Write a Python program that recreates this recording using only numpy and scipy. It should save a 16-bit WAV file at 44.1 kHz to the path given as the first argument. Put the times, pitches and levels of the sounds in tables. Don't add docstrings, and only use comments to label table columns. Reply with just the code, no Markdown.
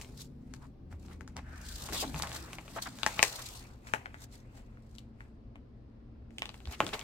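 import sys
import numpy as np
from scipy import signal
from scipy.fft import rfft, irfft
from scipy.io import wavfile
from scipy.ndimage import uniform_filter1d

SR = 44100
rng = np.random.default_rng(int(sys.argv[2]) if len(sys.argv) > 2 else 0)


def transcribe(signal):
    frames = np.atleast_2d(signal).T
    limited = np.clip(frames, -1, 1)
    pcm = np.round(limited * 32767).astype(np.int16)
    wavfile.write(sys.argv[1], SR, pcm)


def field_ratio(decibels):
    return 10 ** (np.asarray(decibels, dtype=float) / 20)


N = 310023

# (relative, per Hz)
AIR_SPECTRUM = [(15, -43), (30, -4), (55, 2), (92, -7), (123, -4), (141, -16), (195, -13.5), (229, -7.5),
                (293, -14.5), (354, -17.5), (560, -23), (860, -30), (1700, -41), (3000, -46.5), (5000, -49),
                (7000, -64), (16000, -80)]
# frequency_hz, likeness (0 to 1)
AIR_LIKENESS = [(60, 0.99), (240, 0.89), (950, 0.072), (3770, 0.085), (15000, 0.0045)]
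AIR_DB, AIR_PAN_DB = -52, 1.26
# time_s, level_db
RUMBLE_LEVEL = [(0.0, -51), (0.49, -58), (0.8, -60), (1.72, -60.5), (2.15, -48), (2.74, -56), (3.21, -52),
                (3.5, -75.5), (4.68, -78), (6.72, -78), (6.83, -48), (7.03, -55.5)]
# (relative, per Hz)
RUMBLE_SPECTRUM = [(70, -16), (140, 14), (250, 14.5), (400, -2.5), (700, -39)]
MAINS_HZ, MAINS_DB = 120.8, -60
# time_s, cycle_hz
ENGINE_SPEED = [(0, 28), (.7, 28.1), (.95, 26.22), (2.5, 23.76), (3, 23.75)]
ENGINE_MULTIPLES = [5, 6, 7, 8, 9, 3, 7, 2, 10, 11]
# start_s, end_s, level_db
ENGINE_TONES = [(0.072, 0.74, -57), (0.058, 0.84, -70), (.1, 0.65, -69), (.2, 0.684, -62),
                (0, 0.653, -58.5), (.75, 2.54, -51), (0.84, 2.89, -61.5), (1.4, 2.24, -53.5), (1, 1.6, -63),
                (1.9, 2.2, -57)]
# start_s, end_s, first_pitch_hz, last_pitch_hz, level_db
LATE_DRONE = (4.5, 6.5, 222.5, 228.5, -62)
DRONE_WAVER_DB = 1.5
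# frequency_hz, t60_s
ROOM_DECAY = [(300, 0.25), (700, 0.12), (1800, 0.14), (4600, 0.24), (12000, 0.23)]
# delay_ms, level_db (against the direct sound)
BOUNCES = [(4.6, -21), (9.2, -13), (21., -24.5)]
# start_s, pitch_hz, peak_db, length_s
BOWS = [(.92, 81.4, -39, 0.078), (6.661, 69.6, -32, 0.051), (6.828, 97, -41, 0.042)]
# start_s, length_s, level_db (rms before the taper), centre_hz, width_hz
SCUFFS = [(0.612, 0.051, -58, 1100, 850), (1.37, 0.031, -48, 830, 1510), (1.409, 0.38, -58.5, 1580, 500),
          (1.359, 0.013, -51.5, 900, 1200), (1.881, 0.095, -49.5, 340, 195),
          (3.172, 0.025, -45, 1007, 1203), (6.803, 0.094, -45, 330, 350), (1.938, 0.1, -42, 3400, 1800),
          (2.023, 0.028, -36, 676, 895), (2.222, 0.061, -45.5, 880, 776), (2.328, 0.043, -48, 1090, 1510),
          (2.759, 0.028, -39, 840, 880), (2.783, 0.012, -38, 1100, 1100), (2.823, 0.0048, -49, 4750, 1497),
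          (2.854, 0.029, -41, 1100, 1200), (3.38, 0.034, -46.5, 1100, 1620),
          (6.725, 0.032, -48.5, 2290, 2500), (6.926, 0.032, -38.5, 600, 1175),
          (6.93, 0.018, -36.5, 2860, 2440)]
# frequency_hz, likeness (0 to 1)
CASE_LIKENESS = [(200, 0.88), (640, 0.85), (1400, 0.3), (3000, .2), (7000, 0.15)]
# time_s, right_lag_ms (negative: the right side hears it earlier)
HOLD_LAG = [(0, 0), (2.1, -.07), (3.2, -.05), (3.22, .09), (3.9, .3), (5., .27), (6.3, .15), (6.8, .05),
            (7.03, .05)]
# contact_s, snap_peak_db, knock_db and tick_db (both against the snap), snap_centre_hz
CLICKS = [(0.0135, -33.5, -16, 1.5, 2600), (.0464, -43, -4, -28, 2560), (0.538, -38, -7, 1.5, 1570),
          (.9262, -50.5, 8.5, -22, 1630), (1.0836, -47.5, -3, -24, 2870), (1.2086, -39, -3, -3.5, 1580),
          (1.277, -48.5, 5, 10, 1415), (1.3666, -37.5, 4.5, 7, 1810), (1.8882, -34, 4.5, -6, 2070),
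          (1.9246, -33.5, -1.5, 2.5, 1660), (2.144, -30, 1.5, -26, 2080), (2.161, -34.5, -0.5, -8, 3930),
          (2.1983, -34, 4, -6, 3280), (2.2224, -30.5, 3, 12, 1940), (2.236, -45, 17.5, -25, 1540),
          (2.2717, -31, -1.5, 2, 3000), (2.317, -29, -6, -16, 3200), (2.362, -36, 3, -25, 2300),
          (2.5317, -30, -3.5, 0.5, 2900), (2.5847, -32, -1.5, -33, 1930), (2.6793, -41.5, 0.5, -24, 2330),
          (2.987, -39.5, -1.5, 4, 3360), (3.0323, -16.5, -7, -13, 3180), (3.0637, -12.5, -2, -2, 1580),
          (3.1929, -12, -4, -44, 2130), (3.2281, -4.5, -7.5, 0, 2152), (3.8703, -39, -21.5, -4, 1556),
          (3.887, -42, -13, -20, 1940), (3.9369, -16.5, -0.5, -9, 1620), (4.058, -26.5, -5.5, -38, 1640),
          (4.143, -35.5, -0.5, -26, 1630), (4.7722, -46.5, -11.5, -32, 1473),
          (4.9518, -53.5, -4, 6.5, 1960), (4.9835, -38, -15, -6.5, 3490),
          (5.206, -37.5, -35.5, -22.5, 1560), (5.5564, -45.5, 3, -11.5, 2000),
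          (6.3066, -50.5, -21.5, -7.5, 2180), (6.3835, -24.5, -17.5, -6.5, 2882),
          (6.4204, -18, -7, -17, 2230), (6.456, -27.5, -10, -11, 3020), (6.4918, -31, -8, -34, 3240),
          (6.5422, -38, -3.5, -11, 2400), (6.6033, -45, -7, -31.5, 2740), (6.655, -35, -12, -35, 2980),
          (6.673, -36, -4, -25, 3730), (6.7129, -45, 5.5, -13, 1840), (6.8036, -16.5, 7, -6.5, 1860),
          (6.8661, -24.5, -6.5, -4, 3260), (6.8902, -31, -8, -6, 3180), (6.9929, -34.5, -9, 2, 3070),
          (7.0122, -32, -21, -25, 3000)]
# pitch_hz, level_db, t60_s
CASE_MODES = [(433, -19, 0.06), (553, -17.5, 0.035), (592.6, -7, 0.016), (830, -5.5, 0.067),
              (1100, -3.5, 0.04), (1400, -2.5, 0.012), (1460, -15.5, 0.012), (2130, -13, 0.015),
              (2600, -14, 0.0018), (3200, -4, .008), (4400, -2, 0.01), (5563, -5, .006), (6910, -13, .005)]
SHIVER_DB, SHIVER_T60_S = -4, 0.048
CONTACT_MS, CRACK_DB = 0.6, 38.5
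THUD_DB = -14
LEAD = 60
CLICK_PAN_DB, PAN_SCATTER_DB = 5, 3
# (relative, per Hz)
HISS_SPECTRUM = [(1500, -31.5), (2800, -4), (4000, 3), (6000, 0.5), (8000, 1), (10500, -8.5), (12000, -5.5),
                 (14000, -9.5), (16300, -12.5)]
# (relative, per Hz)
RASP_SPECTRUM = [(250, -29.5), (450, -14), (800, -10.5), (1600, -14.5), (2600, -16.5), (5000, -43.5)]
# time_s, hiss_db, rasp_db
DRAG = [(0, -67, -70), (.35, -90, -85), (.55, -77, -71), (.8, -105, -103), (1.05, -78.5, -76),
        (1.3, -85.5, -78), (1.45, -74.5, -66), (1.58, -62.5, -58), (1.69, -49, -64), (1.85, -48, -51),
        (2.12, -64.5, -59.5), (2.3, -62, -57), (2.43, -61, -56), (2.62, -61, -61), (2.94, -58, -59.5),
        (3.12, -48, -51), (3.31, -46.5, -51.5), (3.6, -51.5, -61), (3.64, -62.5, -58), (3.8, -75.5, -71.5),
        (4., -75, -56), (4.15, -89, -70.5), (4.77, -89, -74), (5.4, -100, -81.5), (6.28, -100, -78),
        (6.33, -76, -74), (6.45, -66.5, -66), (6.8, -78, -79), (7.03, -59, -50.5)]
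# peak_s, swell_s, fade_s, hiss_db, rasp_db
STROKES = [(0.02, 0.076, .12, -56.5, -55.5), (0.21, 0.061, 0.058, -44.5, -57),
           (0.657, 0.17, 0.049, -69.5, -72), (0.916, 0.017, 0.043, -63, -57.5),
           (1.05, 0.099, 0.045, -66.5, -73), (1.131, 0.075, .055, -61.5, -56),
           (1.929, 0.0041, 0.25, -40, -44.5), (2.022, 0.075, 0.025, -32, -81),
           (2.182, 0.033, 0.052, -41.5, -61), (2.366, 0.092, 0.052, -44, -73),
           (2.541, 0.54, 0.042, -62, -62.5), (2.777, 0.1, 0.018, -51, -60),
           (2.823, 0.0063, 0.056, -35, -57.5), (3.233, 0.003, 0.12, -42.5, -50),
           (3.878, 0.046, 0.21, -57, -58.5), (4.24, 0.1, 0.027, -52, -62), (4.34, 0.05, 0.1, -56, -64),
           (4.575, 0.083, 0.091, -62.5, -60.5), (4.99, .4, .1, -73, -77.5), (5.212, .05, .13, -71, -65.5),
           (6.548, 0.033, 0.043, -68, -71.5), (6.662, 0.02, 0.085, -70, -81.5),
           (6.736, .06, 0.031, -51, -51), (6.881, 0.2, 0.094, -54, -52), (6.941, 0.031, 0.068, -47, -44)]
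STROKE_DB = 25
JOLT_HISS_DB, JOLT_HISS_FADE_S = -25, 0.04
JOLT_RASP_DB, JOLT_RASP_FADE_S = -24, 0.065
JOLT_DELAY_S = 0.002
SLIDE_PAN_DB = 1.5
EDGE_HZ = 15900


def evened(x):
    return x / np.sqrt(np.mean(x ** 2) + 1e-20)


def read(points, hz):
    f, value = np.transpose(points)
    return np.interp(np.log(hz + 1), np.log(f + 1), value)


def add(mix, s, sound):
    part = mix[:, round(s * SR):][:, :sound.shape[-1]]
    part += sound[..., :part.shape[1]]


def sides(pan_db):
    return field_ratio([pan_db / 2, -pan_db / 2])[:, None]


def correlated(left, other, alike):
    return np.array([left, alike * left + np.sqrt(1 - alike ** 2) * other])


def noise(spectrum, likeness, patchy_db, size):
    frames, hz = 4 * N // size + 5, np.fft.rfftfreq(size, 1 / SR)
    a, b, c, d, patches = rng.standard_normal((frames, len(hz), 5)).T
    patches = uniform_filter1d(patches, size=5, axis=0)
    patches = evened(uniform_filter1d(patches, size=24, axis=1))
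    alike = np.clip(read(likeness, hz), -1, 1)[:, None]
    spectra = correlated(a + 1j * b, c + 1j * d, alike)
    spectra = spectra * field_ratio(read(spectrum, hz)[:, None] + patchy_db * patches)
    sound = signal.istft(spectra, nperseg=size, noverlap=size * 3 // 4)[1]
    return evened(sound[:, :N])


def drone(start, end, hz, db, waver):
    a, b = round(start * SR), round(end * SR)
    tone = np.sin(2 * np.pi * np.cumsum(hz[a:b]) / SR) * signal.windows.tukey(b - a, 0.2)
    own_waver = np.roll(waver, rng.integers(N))[a:b]
    return start, np.sqrt(2) * field_ratio(db + DRONE_WAVER_DB * own_waver) * tone


def room_tone():
    t = np.arange(N) / SR
    out = field_ratio(AIR_DB) * noise(AIR_SPECTRUM, AIR_LIKENESS, patchy_db=1.5, size=4096)
    rumble = noise(RUMBLE_SPECTRUM, AIR_LIKENESS, patchy_db=8.0, size=2048)
    out += field_ratio(np.interp(t, *np.transpose(RUMBLE_LEVEL))) * rumble
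    waver = uniform_filter1d(rng.standard_normal(N), size=3000)
    waver = evened(uniform_filter1d(waver, size=3000))
    out += field_ratio(MAINS_DB + 0.56 * waver) * np.sqrt(2) * np.sin(2 * np.pi * MAINS_HZ * t)
    engine_hz = np.interp(t, *np.transpose(ENGINE_SPEED))
    for multiple, (start, end, db) in zip(ENGINE_MULTIPLES, ENGINE_TONES):
        add(out, *drone(start, end, multiple * engine_hz, db, waver))
    start, end, first_hz, last_hz, db = LATE_DRONE
    add(out, *drone(start, end, np.interp(t, (start, end), (first_hz, last_hz)), db, waver))
    return out * sides(AIR_PAN_DB)


def room(x):
    taps = np.zeros((2, SR // 2))
    at = np.arange(150, SR // 2 - 20, 20)
    at = at + rng.integers(0, 20, (2, len(at)))
    np.put_along_axis(taps, at, rng.choice([-1., 1.], at.shape), 1)
    hz, t, spectra = signal.stft(taps, SR, nperseg=128)
    decay = field_ratio(-60 * t / read(ROOM_DECAY, hz)[:, None])
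    tail = signal.istft(spectra * decay, SR, nperseg=128)[1]
    return signal.fftconvolve(x, tail / np.linalg.norm(tail[0]), axes=1)[:, :N]


def bows():
    out = np.zeros((2, N))
    for s, hz, db, length in BOWS:
        t = np.arange(round(length * SR)) / SR
        add(out, s, field_ratio(db) * np.hanning(len(t)) * np.sin(2 * np.pi * hz * t))
    return out


def scuffs():
    out = np.zeros((2, N))
    for s, length, db, centre_hz, width_hz in SCUFFS:
        n = round(length * SR)
        hz = np.fft.rfftfreq(n, 1 / SR)
        alike = np.clip(read(CASE_LIKENESS, hz) + 0.037, 0, 1)
        left, other = rfft(rng.standard_normal((2, n)))
        resonance = 1 / (1 + ((hz - centre_hz ** 2 / (hz + 1)) / width_hz) ** 2)
        slips = irfft(resonance * correlated(left, other, alike), n)
        add(out, s, field_ratio(db) * evened(slips) * signal.windows.tukey(n, 0.4))
    return out * sides(SLIDE_PAN_DB)


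def contact_force(t):
    force = rng.standard_normal((2, len(t))) * np.exp(-1000 * t / CONTACT_MS)
    force *= np.minimum(t / 0.00021, 1)
    spectrum = rfft(np.roll(force, LEAD, axis=1))
    return spectrum / uniform_filter1d(abs(spectrum), size=60)


def case_ring(t):
    ring = field_ratio(SHIVER_DB - 60 * t / SHIVER_T60_S) * rng.standard_normal(len(t))
    for hz, db, t60 in CASE_MODES:
        level_shift, detune = rng.standard_normal(2)
        decay = field_ratio(db + 2 * level_shift - 60 * t / t60)
        ring += decay * np.cos(2 * np.pi * hz * (1 + 0.04 * detune) * t)
    ring[0] += field_ratio(CRACK_DB)
    return ring


def bandpass(low_hz, high_hz):
    return signal.butter(2, (low_hz, high_hz), "band", fs=SR, output="sos")


def clicks():
    t, out = np.arange(3072) / SR, np.zeros((2, N))
    alike = np.clip(read(CASE_LIKENESS, np.fft.rfftfreq(len(t), 1 / SR)) + 0.5, 0, 1)
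    thud, knock, tick = bandpass(40, 360), bandpass(560, 1600), bandpass(3200, 7500)
    for s, snap_db, knock_db, tick_db, snap_hz in CLICKS:
        pan = sides(CLICK_PAN_DB + PAN_SCATTER_DB * rng.standard_normal())
        left, other = contact_force(t) * rfft(case_ring(t))
        both = irfft(correlated(left, other, alike))
        bands = [(thud, snap_db + knock_db + THUD_DB), (knock, snap_db + knock_db),
                 (bandpass(snap_hz / 1.3, snap_hz * 1.3), snap_db), (tick, snap_db + tick_db)]
        for band, db in bands:
            part = signal.sosfilt(band, both)
            part = part / abs(part).max(1)[:, None]
            add(out, s - LEAD / SR, field_ratio(db) * pan * part)
    return out


def push(s, swell_s, fade_s, db):
    start = max(s - 2 * swell_s, 0)
    t = np.arange(start - s, 2 * fade_s, 1 / SR)
    drop_db = STROKE_DB * np.where(t < 0, -t / swell_s, t / fade_s)
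    return start, field_ratio(np.array(db)[:, None] - drop_db)


def friction():
    time, *columns = np.transpose(DRAG)
    level = field_ratio([np.interp(np.arange(N) / SR, time, column) for column in columns])
    for s, swell_s, fade_s, *db in STROKES:
        add(level, *push(s, swell_s, fade_s, db))
    for s, snap_db, knock_db, tick_db, _ in CLICKS:
        peak_s, swell_s = s + JOLT_DELAY_S, JOLT_DELAY_S / 2
        add(level[:1], *push(peak_s, swell_s, JOLT_HISS_FADE_S, [snap_db + tick_db + JOLT_HISS_DB]))
        add(level[1:], *push(peak_s, swell_s, JOLT_RASP_FADE_S, [snap_db + knock_db + JOLT_RASP_DB]))
    return level


def grit(smooth_s, depth_db):
    jumps = uniform_filter1d(rng.exponential(1, N) ** 3, size=max(2, round(smooth_s * SR)))
    return evened(field_ratio(depth_db * np.clip(evened(jumps - jumps.mean()), -3, 3)))


def slide():
    hiss_gain, rasp_gain = friction()
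    sheet = noise(HISS_SPECTRUM, CASE_LIKENESS, patchy_db=1.5, size=256)
    treble = signal.sosfilt(signal.butter(2, 10500, "high", fs=SR, output="sos"), sheet)
    treble_db = np.clip(0.06 * (20 * np.log10(hiss_gain) + 53), -15, 8)
    sheet = sheet + (field_ratio(treble_db) - 1) * treble
    hiss = hiss_gain * grit(0.0065, depth_db=2.8) * sheet
    walls = noise(RASP_SPECTRUM, CASE_LIKENESS, patchy_db=2.5, size=512)
    rasp = rasp_gain * grit(0.008, depth_db=1.5) * walls
    return (hiss + rasp) * sides(SLIDE_PAN_DB)


def placed(x):
    at = np.arange(N)
    lag_ms = np.interp(at / SR, *np.transpose(HOLD_LAG))
    late = np.round(lag_ms * SR / 1000).astype(int)
    return np.array([x[0], x[1][np.clip(at - late, 0, N - 1)]])


def scene():
    hits = clicks() + scuffs()
    near = hits + slide()
    for delay_ms, db in BOUNCES:
        add(near, delay_ms / 1000, field_ratio(db) * hits)
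    return placed(near) + field_ratio(-12.5) * room(hits) + bows() + room_tone()


def roll_off(x):
    return signal.sosfilt(signal.butter(12, 16650, fs=SR, output="sos"), x)


def record(dry):
    lowpass = signal.firwin(255, EDGE_HZ, window=("kaiser", 4), fs=SR)
    limited = signal.oaconvolve(dry, lowpass[None], "same")
    return roll_off(limited)


dry = scene()
out = record(dry)
transcribe(out)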